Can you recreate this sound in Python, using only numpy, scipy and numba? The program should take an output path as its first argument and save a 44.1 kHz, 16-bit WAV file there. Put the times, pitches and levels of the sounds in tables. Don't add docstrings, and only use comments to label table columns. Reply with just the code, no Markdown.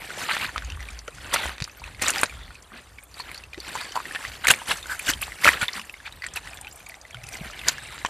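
import sys
import numpy as np
from scipy import signal
from scipy.fft import rfft, irfft, next_fast_len
from scipy.io import wavfile
from scipy.ndimage import uniform_filter1d, map_coordinates
from numba import njit

SR = 44100
rng = np.random.default_rng(int(sys.argv[2]) if len(sys.argv) > 2 else 0)


def natural_amplitude(level_db):
    exponent = np.asarray(level_db, float) / 20
    return 10 ** exponent


def inscribe(sig):
    pcm = np.round(np.clip(np.atleast_2d(sig).T, -1, 1) * 32767)
    wavfile.write(sys.argv[1], SR, pcm.astype(np.int16))


N = 356769


def level(x, db):
    return x * natural_amplitude(db) / np.sqrt(np.mean(x ** 2))


def colour(x, points):
    size = next_fast_len(N)
    hz, db = np.transpose(points)
    bin_hz = np.arange(size // 2 + 1) * SR / size
    gain = natural_amplitude(np.interp(np.log(bin_hz + 1), np.log(hz), db))
    return irfft(rfft(x, size) * gain, size)[..., :N]


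def curve(table):
    s, *columns = np.transpose(table)
    return [np.interp(np.arange(N) / SR, s, column) for column in columns]


def walk(rate):
    k = int(SR / rate)
    held = np.repeat(rng.standard_normal(N // k + 1), k)
    return 1.3 * uniform_filter1d(uniform_filter1d(held, k), k)[:N]


def swells(s, hold, db, rise_db_s, fall_db_s):
    block = 32
    since = np.arange(0, N, block) / SR - s[:, None]
    before_db = np.maximum(-since * rise_db_s, 0)
    after_db = np.maximum((since - hold[:, None]) * fall_db_s, 0)
    power = natural_amplitude(2 * (np.atleast_2d(db)[:, :, None] - before_db - after_db)).sum(axis=1)
    return np.repeat(power, block, axis=1)[:, :N]


@njit
def rings(s, hz, t60, size, side, glide, rough, rise, noise):
    out = np.zeros((2, len(noise)))
    for k in range(len(s)):
        start, step, phase = int(s[k] * SR), 2 * np.pi * hz[k] / SR, 0.
        length = t60[k] * SR
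        fade, a = np.exp(-np.log(1000) / length), size[k]
        for j in range(start, min(start + int(length), len(noise))):
            phase += step * (1 + glide * (j - start) / length + rough * noise[j])
            a *= fade
            now = a * min((j - start) / (rise * length), 1.)
            out[0, j] += now * np.sin(phase)
            out[1, j] += now * side[k] * np.cos(phase)
    return out


def grains(rate, lo_hz, hi_hz, cycles, spread_db, rough, glide=0., patchy_db=0.):
    when, pitch, chance, place = rng.random((int(rate * N / SR), 4)).T
    hz = lo_hz + (hi_hz - lo_hz) * pitch
    t60 = cycles / hz
    patch = map_coordinates(rng.standard_normal((90, 14)), [89 * when, 13 * pitch], order=1)
    size = natural_amplitude(patchy_db * patch - spread_db * np.log(1 - 0.995 * chance)) / np.sqrt(t60)
    side = 5.65 * (place - 0.5)
    return rings(when * N / SR, hz, t60, size, side, glide, rough, 0.036, rng.standard_normal(N))


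def burst(s, db, hz, t60, count, rough, rise, spread=0, smear=0, others_db=0, glide=0., lift=0.):
    pitch, late, place = rng.standard_normal((len(s), count, 3)).T
    others = np.arange(count)[:, None] > 0
    tone = np.clip(hz * np.exp(spread * (pitch + lift) * others), 60, 14000)
    start = s + smear * t60 * np.abs(late) * others
    rows = np.broadcast_arrays(start, tone, t60, natural_amplitude(db + others_db * others), place)
    return rings(*(np.ravel(1. * row) for row in rows), 1. * glide, rough, rise, rng.standard_normal(N))


# (frequency [Hz], density [dB per Hz])
TRICKLE = [(88, -30), (150, 4), (1240, 9.5), (2550, -9), (5600, -19), (9000, -2), (14000, -19),
           (15500, -58)]


def brook():
    each_db = -58.5
    fizz = level(colour(rng.standard_normal((2, N)), TRICKLE), each_db)
    bubbles = grains(70, 713, 4380, cycles=87.0, spread_db=4.0, rough=0.047, glide=0.2)
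    return fizz + level(bubbles, each_db)


# (frequency [Hz], density [dB per Hz])
BUFFETING = [(15, -39), (25, 9), (40, -1), (59, 5.5), (166, -12.5), (220, -22), (290, -17.5), (480, -120)]
# (full level at [s], hold [s], level [dB])
JOLTS = [(0.416, 0.03, -37), (0.596, 0.17, -37.5), (1.153, 0.21, -41), (1.8, 0.7, -43), (3.19, 0.48, -53),
         (4.258, 0.023, -41), (4.704, 0.27, -50.5), (5.125, 0.036, -36.5), (5.203, 0.09, -48),
         (6.044, 0.67, -48.5), (7.13, 0.14, -49), (7.41, 0.1, -48), (7.55, 0.51, -55)]


def rumble():
    still_db, jolt_db_s, settle_db_s = -52.5, 400, 169
    puffs = colour(rng.standard_normal(N), BUFFETING) * natural_amplitude(1.36 * walk(13))
    power = natural_amplitude(2 * still_db) + swells(*np.transpose(JOLTS), jolt_db_s, settle_db_s)[0]
    return level(puffs, 0) * np.sqrt(power)


# (time [s], weight [dB], leaf cover [dB])
WEIGHT = [(0.0, -37.5, -8), (0.33, -33, -5.5), (0.61, -42, -9), (1.05, -54.5, -2.5), (1.4, -30.5, -11),
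          (1.57, -52, -4.5), (2.3, -43.5, -7.5), (2.6, -54, -4.5), (3.08, -58.5, 2.5), (3.3, -39, -11),
          (3.53, -57.5, -1), (3.67, -38, -6), (4.4, -41.5, -4), (5.7, -43.5, -1), (6.0, -53, -3),
          (6.5, -46, -5.5), (7.08, -56, -2.5), (7.4, -43, -5)]
# (full weight at [s], hold [s], weight [dB], leaf cover [dB])
STEPS = [(0.19, 0.045, -30, -5.5), (0.8, 0.17, -44.5, -9), (1.34, 0.02, -25, -16), (1.433, 0.044, -31, -8),
         (1.835, 0.048, -49, -28), (2.034, 0.058, -26, -5.5), (2.142, 0.058, -27.5, -7),
         (2.735, 0.052, -46, -12), (3.17, 0.019, -42, -5), (3.732, 0.038, -37, -5),
         (4.485, 0.038, -26, -3.5), (4.683, 0.039, -30, -1.5), (5.069, 0.011, -28, -1),
         (5.451, 0.022, -24, 0.5), (5.522, 0.016, -26.5, -24), (5.748, 0.028, -37.5, -4),
         (6.26, 0.07, -44.5, -23), (6.7, 0.23, -70, 11), (7.327, 0.017, -45, 5.5),
         (7.663, 0.016, -31.5, -9)]
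# (centre [s], length [ms], gravel level [dB], leaf level [dB])
CRUNCHES = [(0.298, 33, -23.5, -60), (0.364, 110, -28, -44.5), (0.435, 57, -22.5, -43),
            (0.574, 15, -30, -60), (1.08, 3.9, -29.5, -63), (1.341, 16, -24, -25), (1.876, 10, -35.5, -67),
            (2.024, 13, -25, -25.5), (2.089, 34, -25, -32), (2.238, 6.6, -18, -37), (3.205, 16, -34, -49),
            (3.757, 14, -44, -41), (3.961, 25, -33, -40), (4.156, 15, -28, -45), (4.448, 19, -21.5, -50),
            (4.485, 7.2, -12, -19.5), (4.507, 18.4, -8.5, -21.5), (4.71, 38, -19, -35.5),
            (4.924, 57, -37, -39), (5.013, 52, -36.5, -53), (5.096, 25, -20, -26), (5.226, 30, -35, -37),
            (5.473, 31, -14.5, -37), (5.57, 12, -29, -60), (5.627, 41, -22.5, -38.5), (5.688, 11, -24, -50),
            (6.065, 34, -36, -56), (6.239, 11, -32, -54), (6.369, 31, -27.5, -38.5), (7.687, 19, -20, -29),
            (7.718, 23, -31.5, -38.5), (8.06, 13, -19.5, -48)]


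def pressure():
    press_db_s, lift_db_s = 554, 225
    weight_db, cover_db = curve(WEIGHT)
    s, hold, step_db, step_cover_db = np.transpose(STEPS)
    power = natural_amplitude(2 * np.array([weight_db, weight_db + cover_db]))
    power = power + swells(s, hold, [step_db, step_db + step_cover_db], press_db_s, lift_db_s)
    hollow_gain = natural_amplitude(-19) * power[0] ** (0.77 / 2)
    for centre, ms, gravel_db, leaf_db in CRUNCHES:
        near = np.arange(max(int((centre - 0.2) * SR), 0), min(int((centre + 0.2) * SR), N))
        since = (near / SR - centre) / (ms / 1000)
        bell = np.exp(-(since / np.where(since < 0, 0.32, 0.47)) ** 2)
        power[:, near] += natural_amplitude([[2 * gravel_db - 3.0], [2 * leaf_db + 8.5]]) * bell
    gravel_gain, leaf_gain = np.sqrt(power)
    return gravel_gain, leaf_gain, hollow_gain


# (frequency [Hz], density [dB per Hz])
GRAVEL = [(290, -24), (500, -8), (718, -5.5), (1070, -3), (1280, -2), (1700, 1), (2210, -0.5), (2570, -2.5),
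          (4600, -8), (5600, -17), (12100, -120)]
# (frequency [Hz], density [dB per Hz])
LEAVES = [(2650, 13), (4500, -3.5), (6000, -5), (8140, -3), (13600, -11.5), (14500, -14)]


def grind():
    gravel_gain, leaf_gain, hollow_gain = pressure()
    lurch_db = 2.2 * walk(30)
    cracks = level(grains(110, 1100, 3920, cycles=8.4, spread_db=2.0, rough=0.23), -5)
    grit = level(grains(3000, 433, 4870, cycles=26, spread_db=0.5, rough=0.14, patchy_db=1.5), 0)
    wet = level(grains(160, 754, 4786, cycles=49.0, spread_db=1.6, rough=0.036, glide=0.096), -1.6)
    rustle = level(grains(4000, 4200, 14120, cycles=72, spread_db=0.6, rough=0.045, patchy_db=3.5), 0)
    snaps = level(grains(80, 4590, 11840, cycles=190, spread_db=2.5, rough=0.308), -5)
    hollow = level(grains(260, 130, 870, cycles=6.8, spread_db=2.0, rough=0.31), 0)
    gravel = level(colour(grit + wet + cracks, GRAVEL), 0)
    leaves = level(colour(rustle + snaps, LEAVES), 0)
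    return gravel * gravel_gain * natural_amplitude(lurch_db) + leaves * leaf_gain * natural_amplitude(lurch_db / 2) + hollow * hollow_gain


# (time [s], peak [dB], ring [Hz])
STONES = [(0.289, -23, 1200), (0.56, -19, 1265), (1.081, -31, 1384), (1.34, -17.5, 2010),
          (1.36, -18.5, 1340), (2.094, -19, 2800), (2.985, -33, 2260), (3.199, -27, 1000),
          (3.202, -29, 4250), (3.437, -34, 2690), (3.759, -24.5, 1020), (3.956, -21, 870),
          (3.964, -19, 1007), (3.973, -17.5, 983), (4.054, -28, 1930), (4.11, -30.5, 1780),
          (4.16, -23.5, 1820), (4.617, -29, 940), (4.713, -17.5, 1655), (4.715, -15, 2850),
          (5.224, -28, 1160), (5.445, -7, 2154), (5.455, -9.5, 1330), (5.475, -4, 1305), (5.481, -8, 1620),
          (5.48, -11, 2390), (5.94, -29.5, 2150), (6.866, -35.5, 2310), (7.051, -37.5, 2000)]
# (time [s], peak [dB], ring [Hz])
MORE_STONES = [
    (1.818, -35.5, 930),
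    (2.553, -38, 2540),
    (6.221, -28, 2000),
    (6.361, -25.5, 2740),
    (6.919, -37.5, 1990),
    (7.145, -36, 1430),
    (7.169, -36, 2160),
    (7.339, -34, 2260),
    (7.447, -33, 1900),
    (8.014, -38, 2270),
]
# (time [s], peak [dB], ring [Hz])
PEBBLES = [(0.104, -25, 1510), (0.805, -31.5, 2020), (0.887, -30, 2350), (2.029, -25, 2260),
           (2.097, -20, 1440), (3.142, -36, 4600), (3.377, -34.5, 4490), (3.532, -30, 2420),
           (3.602, -28, 4520), (3.753, -19.5, 924), (3.955, -29, 4540), (4.25, -21.5, 1950),
           (4.454, -17.5, 1540), (4.507, -4.5, 2740), (5.32, -26.5, 2040), (5.63, -15, 1464),
           (5.682, -17, 3540), (5.688, -22, 2100), (5.794, -29.5, 1090), (6.124, -34, 3840),
           (6.221, -37, 4640), (6.243, -35, 4480), (6.896, -31, 2260), (7.5, -32, 1310), (7.592, -32, 3500),
           (7.689, -20, 4030), (8.05, -18.5, 1046)]
# (time [s], peak [dB], ring [Hz])
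CHIPS = [(0.019, -30, 2200), (0.721, -27.5, 2870), (1.08, -35, 2930), (1.338, -17, 3470), (1.84, -28, 2530),
         (2.016, -22, 2060), (2.065, -18, 3730), (3.292, -31, 2270), (4.47, -6, 2220), (4.486, -14.5, 3900),
         (4.538, -14, 2280), (4.996, -23, 2380), (5.136, -20.5, 3140), (5.489, -2.5, 1970),
         (5.532, -18, 1790), (5.731, -27, 4260), (5.896, -27, 2640), (6.064, -27.5, 2340),
         (6.241, -20, 2140), (6.372, -20, 2560), (6.533, -29.5, 2440), (6.67, -27, 2620),
         (6.942, -33, 2100), (7.109, -34, 2300), (7.145, -30.5, 3170), (8.062, -28, 3140)]


def knocks():
    s, db, hz = np.transpose(STONES + MORE_STONES + PEBBLES + CHIPS)
    counts = [len(STONES + MORE_STONES), len(PEBBLES), len(CHIPS)]
    ms = np.repeat([5.4, 3.6, 2.66], counts)
    clear = burst(s, db + 6, hz, 0.004 * ms, count=1, rough=0.06, rise=0.05)
    cluster = burst(s, db - 8.0, hz, 0.0023 * ms, count=3, spread=0.29, smear=0.14, rough=0.88,
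                    rise=0.031, others_db=3.0, lift=0.66)
    return clear + cluster


def rocks(x):
    t60_s, tail_db = 0.048, -8
    t = np.arange(int(0.06 * SR)) / SR
    tail = rng.standard_normal((2, len(t))) * natural_amplitude(-60 * t / t60_s) * np.minimum(t / 0.002, 1)
    tail = tail * natural_amplitude(tail_db) / np.sqrt(np.sum(tail ** 2, axis=1, keepdims=True))
    return x + signal.fftconvolve(x, tail, axes=1)[:, :N]


# (time [s], peak [dB], pitch [Hz])
THUDS = [(0.175, -35, 543), (1.079, -35, 492), (1.34, -27.5, 590), (1.618, -27.5, 105), (2.233, -32, 630),
         (3.576, -33.5, 320), (4.5, -29, 484), (5.089, -25.5, 270), (5.452, -22, 523), (5.625, -30.5, 135),
         (7.411, -31.5, 165), (7.453, -37, 181)]


def thuds():
    s, db, hz = np.transpose(THUDS)
    return burst(s, db - 0.5, hz, 0.0346, count=8, spread=0.18, smear=0.148, rough=0.5,
                 rise=0.024, others_db=-0.5)


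# (time [s], peak [dB], ring [Hz])
DROPS = [(0.347, -18, 1940), (0.492, -18, 1730), (0.622, -23.5, 1510), (0.701, -19, 2650),
         (0.773, -29, 1140), (0.793, -28, 1960), (0.827, -24.5, 1920), (1.183, -26, 1460),
         (1.677, -24.5, 1200), (1.696, -27, 2530), (1.877, -26.5, 886), (1.947, -27, 2090),
         (1.995, -25, 1940), (2.296, -24, 2350), (2.506, -30, 1390), (2.719, -30, 1210), (2.772, -31, 2610),
         (3.218, -37, 2120), (3.315, -21, 2100), (3.345, -23, 4180), (3.4, -33, 1990), (3.544, -23, 1940),
         (3.789, -23, 2300), (3.92, -21.5, 2980), (3.991, -22, 980), (4.002, -18.5, 1180),
         (4.082, -28, 2570), (4.318, -22, 2230), (4.664, -29, 1010), (4.758, -23, 1330), (4.828, -21, 3540),
         (4.858, -22.5, 1500), (5.174, -25, 2130), (5.212, -22, 2630), (5.28, -24, 834), (5.387, -26, 2200),
         (5.416, -25, 2190), (5.796, -15, 2810), (6.002, -28.5, 1660), (6.264, -17, 1850),
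         (6.286, -26, 3250), (6.473, -22.5, 1910), (6.572, -25, 3420), (6.647, -25, 2350),
         (6.678, -28, 2980), (6.804, -32, 2360), (7.239, -24.5, 2610), (7.287, -25, 2520),
         (7.322, -29, 2350),
         (5.74, -23, 1110),
    (5.815, -23.5, 2690),
    (6.248, -20, 1930),
    (7.421, -39, 2180),
    (7.533, -29, 1700),
    (7.571, -34, 2190),
    (7.591, -25, 2100),
    (7.614, -20.5, 2500),
    (7.782, -18.5, 1660),
    (8.086, -28, 865),
]


def drops():
    s, db, hz = np.transpose(DROPS)
    ring = burst(s, db - 10.5, hz, 0.033, count=1, rough=0.06, rise=0.021, glide=0.14)
    tick = burst(s, db - 8.0, hz, 0.008, count=4, spread=0.363, smear=0.1, rough=0.4,
                 rise=0.041, others_db=-3.0, lift=1.0)
    return ring + tick


# (time [s], peak [dB], centre [Hz])
CLICKS = [(0.368, -12.5, 1400), (0.58, -12, 2180), (1.457, -17.5, 950), (1.494, -21, 1500),
          (1.582, -23, 2300), (1.603, -17.5, 2380), (1.611, -25, 3000), (1.623, -15, 2480),
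          (1.65, -24, 2700), (2.137, -17, 2900), (2.16, -13, 2000), (2.183, -17, 2300), (2.192, -20, 2500),
          (2.233, -0.5, 1470), (2.258, -19, 2500), (3.579, -28, 2500), (4.149, -17, 1780),
          (4.278, -25, 2300), (5.456, -9, 1400), (5.466, -5, 1800), (7.684, -4, 6000), (7.925, -26, 2100),
          (7.98, -24, 1800), (8.049, -10.5, 1140)]
# (pitch ratio [1], level [dB])
GRIT_MODES = [(0.78, -7.5), (1.02, 0), (1.5, -3.5), (2.2, -13)]


def clicks():
    cycles = 9
    s, db, hz = np.transpose(CLICKS)
    ratio, mode_db = np.transpose(GRIT_MODES)[:, :, None]
    side = rng.standard_normal(len(s))
    rows = np.broadcast_arrays(s, hz * ratio, cycles / hz, natural_amplitude(db + mode_db), side)
    return rings(*(np.ravel(row) for row in rows), 0., 0.1, 0.023, rng.standard_normal(N))


# (start [s], length [s], pitch [Hz], level [dB])
SCRAPES = [(0.404, 0.053, 260, -47.5), (2.299, 0.18, 3460, -54.5), (2.427, 0.18, 4300, -61.5),
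           (7.739, 0.3, 3850, -53), (2.709, 0.053, 236, -52), (3.19, 0.035, 4400, -43.5),
           (3.658, 0.3, 4540, -50.5), (4.887, 0.067, 1510, -32.5), (5.744, 0.043, 216, -49),
           (6.405, 0.6, 799, -57), (6.899, 0.78, 705, -56.5), (7.096, 0.21, 121, -54.5),
           (7.148, 0.92, 2215, -51.5), (7.3, 0.82, 2870, -53.5), (7.499, 0.57, 1510, -58),
           (7.5, 0.53, 123, -57.5)]


def scrapes():
    s, length, hz, db = np.transpose(SCRAPES)
    when, pitch, place, force = rng.random((len(s), 80, 4)).T
    t60 = 45 / hz
    pulse = natural_amplitude(db - 3.0 * (np.log(1 - force) + 1.5))
    size = pulse * np.sin(np.pi * when) ** 0.5 * np.sqrt(length / t60)
    tone = hz + np.minimum(hz / 3, 380) * (pitch - 0.5)
    rows = np.broadcast_arrays(s + length * when, tone, t60, size, place - 0.5)
    return rings(*(np.ravel(row) for row in rows), 0., 0.04, 0.016, rng.standard_normal(N))


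# (time [s], peak [dB], pitch [Hz])
WOBBLES = [
    (0.565, -30.5, 62),
    (0.64, -25, 54),
    (0.725, -28, 77.6),
    (0.785, -30.5, 52),
    (0.915, -34.5, 58),
    (1.452, -28, 68),
    (5.46, -29, 72.6),
]


def wobbles():
    s, db, hz = np.transpose(WOBBLES)
    return burst(s, db + 2.0, hz, 22 / hz, count=1, rough=0, rise=0.038, glide=-0.42)[0]


# (time [s], peak [dB], centre [Hz])
TICKS = [(0.647, -30.5, 6530), (0.99, -27, 5170), (1.079, -32.5, 6200), (1.339, -12, 8230),
         (1.604, -32, 5300), (1.622, -23, 4900), (1.641, -19.5, 5300), (2.082, -9.5, 6800),
         (2.104, -12, 7340), (2.182, -16.5, 5000), (2.213, -16.5, 8750), (2.234, -12.5, 8850),
         (3.921, -29.5, 6200), (4.447, -22.5, 7550), (4.471, -17, 9100), (4.481, -10.5, 7870),
         (4.503, -7, 7600), (4.512, -5.5, 7700), (4.993, -21, 8600), (5.099, -17, 12450),
         (5.216, -19, 10600), (5.734, -25, 5300), (6.265, -25, 8000), (6.337, -24.5, 7460),
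         (6.359, -25, 10530), (6.612, -25, 8730), (7.289, -30.5, 8760), (7.684, -4, 6660),
         (8.05, -23, 5540), (8.061, -25, 6900)]


def ticks():
    s, db, hz = np.transpose(TICKS)
    return burst(s, db + 3.0, hz, 0.0065, count=8, spread=0.203, smear=0.18, rough=0.23,
                 rise=0.084, others_db=-6.5)


# (time [s], peak [dB], centre [Hz])
FLECKS = [(0.7008, -29, 5670), (0.7632, -31, 8520), (0.8036, -27.5, 5830), (0.8864, -29, 5630),
          (0.904, -24.5, 5280), (0.9294, -30, 5250), (1.1473, -29, 5960), (1.6751, -31, 9470),
          (1.714, -31, 6290), (1.7729, -28, 13600), (1.7963, -27, 4640), (2.258, -17, 4900),
          (2.5471, -33, 6000), (2.6229, -29, 5680), (3.0353, -27, 8650), (3.3144, -26, 9800),
          (3.3438, -33, 4600), (3.357, -25, 4620), (3.3777, -25, 4940), (3.5299, -34, 4740),
          (3.601, -24, 4540), (3.689, -24, 7600), (3.8094, -22, 7950), (3.8292, -28, 7170),
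          (4.137, -26, 5630), (4.2787, -23.5, 4640), (4.7711, -19.5, 6100), (4.8663, -23, 6800),
          (5.0215, -21, 7770), (5.1342, -20, 5850), (5.4146, -22, 7460), (5.4405, -12, 7300),
          (5.6027, -24, 4720), (5.7114, -30, 4650), (5.796, -34, 4600), (5.8521, -30, 7430),
          (5.9249, -30, 10100),
          (6.1235, -31, 7500), (6.1584, -34, 10000), (6.5021, -29, 7940), (6.543, -24.5, 8900),
            (6.6872, -33, 13500), (6.7118, -28, 5030), (6.725, -24, 7510), (6.758, -25, 8400),
            (6.796, -33, 10800), (6.8626, -26, 6980), (6.8882, -23, 9500), (6.9044, -29, 4770),
            (6.9506, -31, 5850), (7.013, -26, 4900), (7.1057, -29.5, 6000), (7.235, -23.5, 6070),
            (7.267, -23, 5920), (7.3123, -36, 5870), (7.328, -20, 5850), (7.3687, -22, 5660),
            (7.444, -29, 9790), (7.5058, -26, 4830), (7.868, -28, 7300), (7.9883, -25, 4700),
            (8.0202, -35, 7990)]


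def flecks():
    s, db, hz = np.transpose(FLECKS)
    return burst(s, db - 5.5, hz, 0.0085, count=7, spread=0.22, smear=0.4, rough=0.12,
                 rise=0.12, others_db=-6, lift=0.8)


def squeak():
    s, db, hz = np.array([5.225]), -14, 1900
    return burst(s, db, hz, 0.04, count=1, rough=0.12, rise=0.09, glide=3.2)


# (frequency [Hz], side minus mid [dB])
PORTS = [(2500, -67), (4300, -39), (6500, -11.5), (15000, -8.5)]


def scene():
    soft = brook() + grind() + thuds() + scrapes()
    sharp = knocks() + drops() + clicks() + ticks() + flecks() + squeak()
    mid, side = soft + rocks(sharp)
    mid = mid + rumble() + wobbles()
    side = colour(side, PORTS)
    return np.array([mid + side, mid - side])


def low_pass(x):
    return signal.sosfilt(signal.butter(12, 15610, fs=SR, output="sos"), x)


# (frequency [Hz], gain [dB])
MIC = [(22, -36), (42, -1), (14300, 0), (14600, -28)]


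def record(dry):
    mix = np.clip(colour(dry, MIC), -1, 1)
    return low_pass(mix)


dry = scene()
out = record(dry)
inscribe(out)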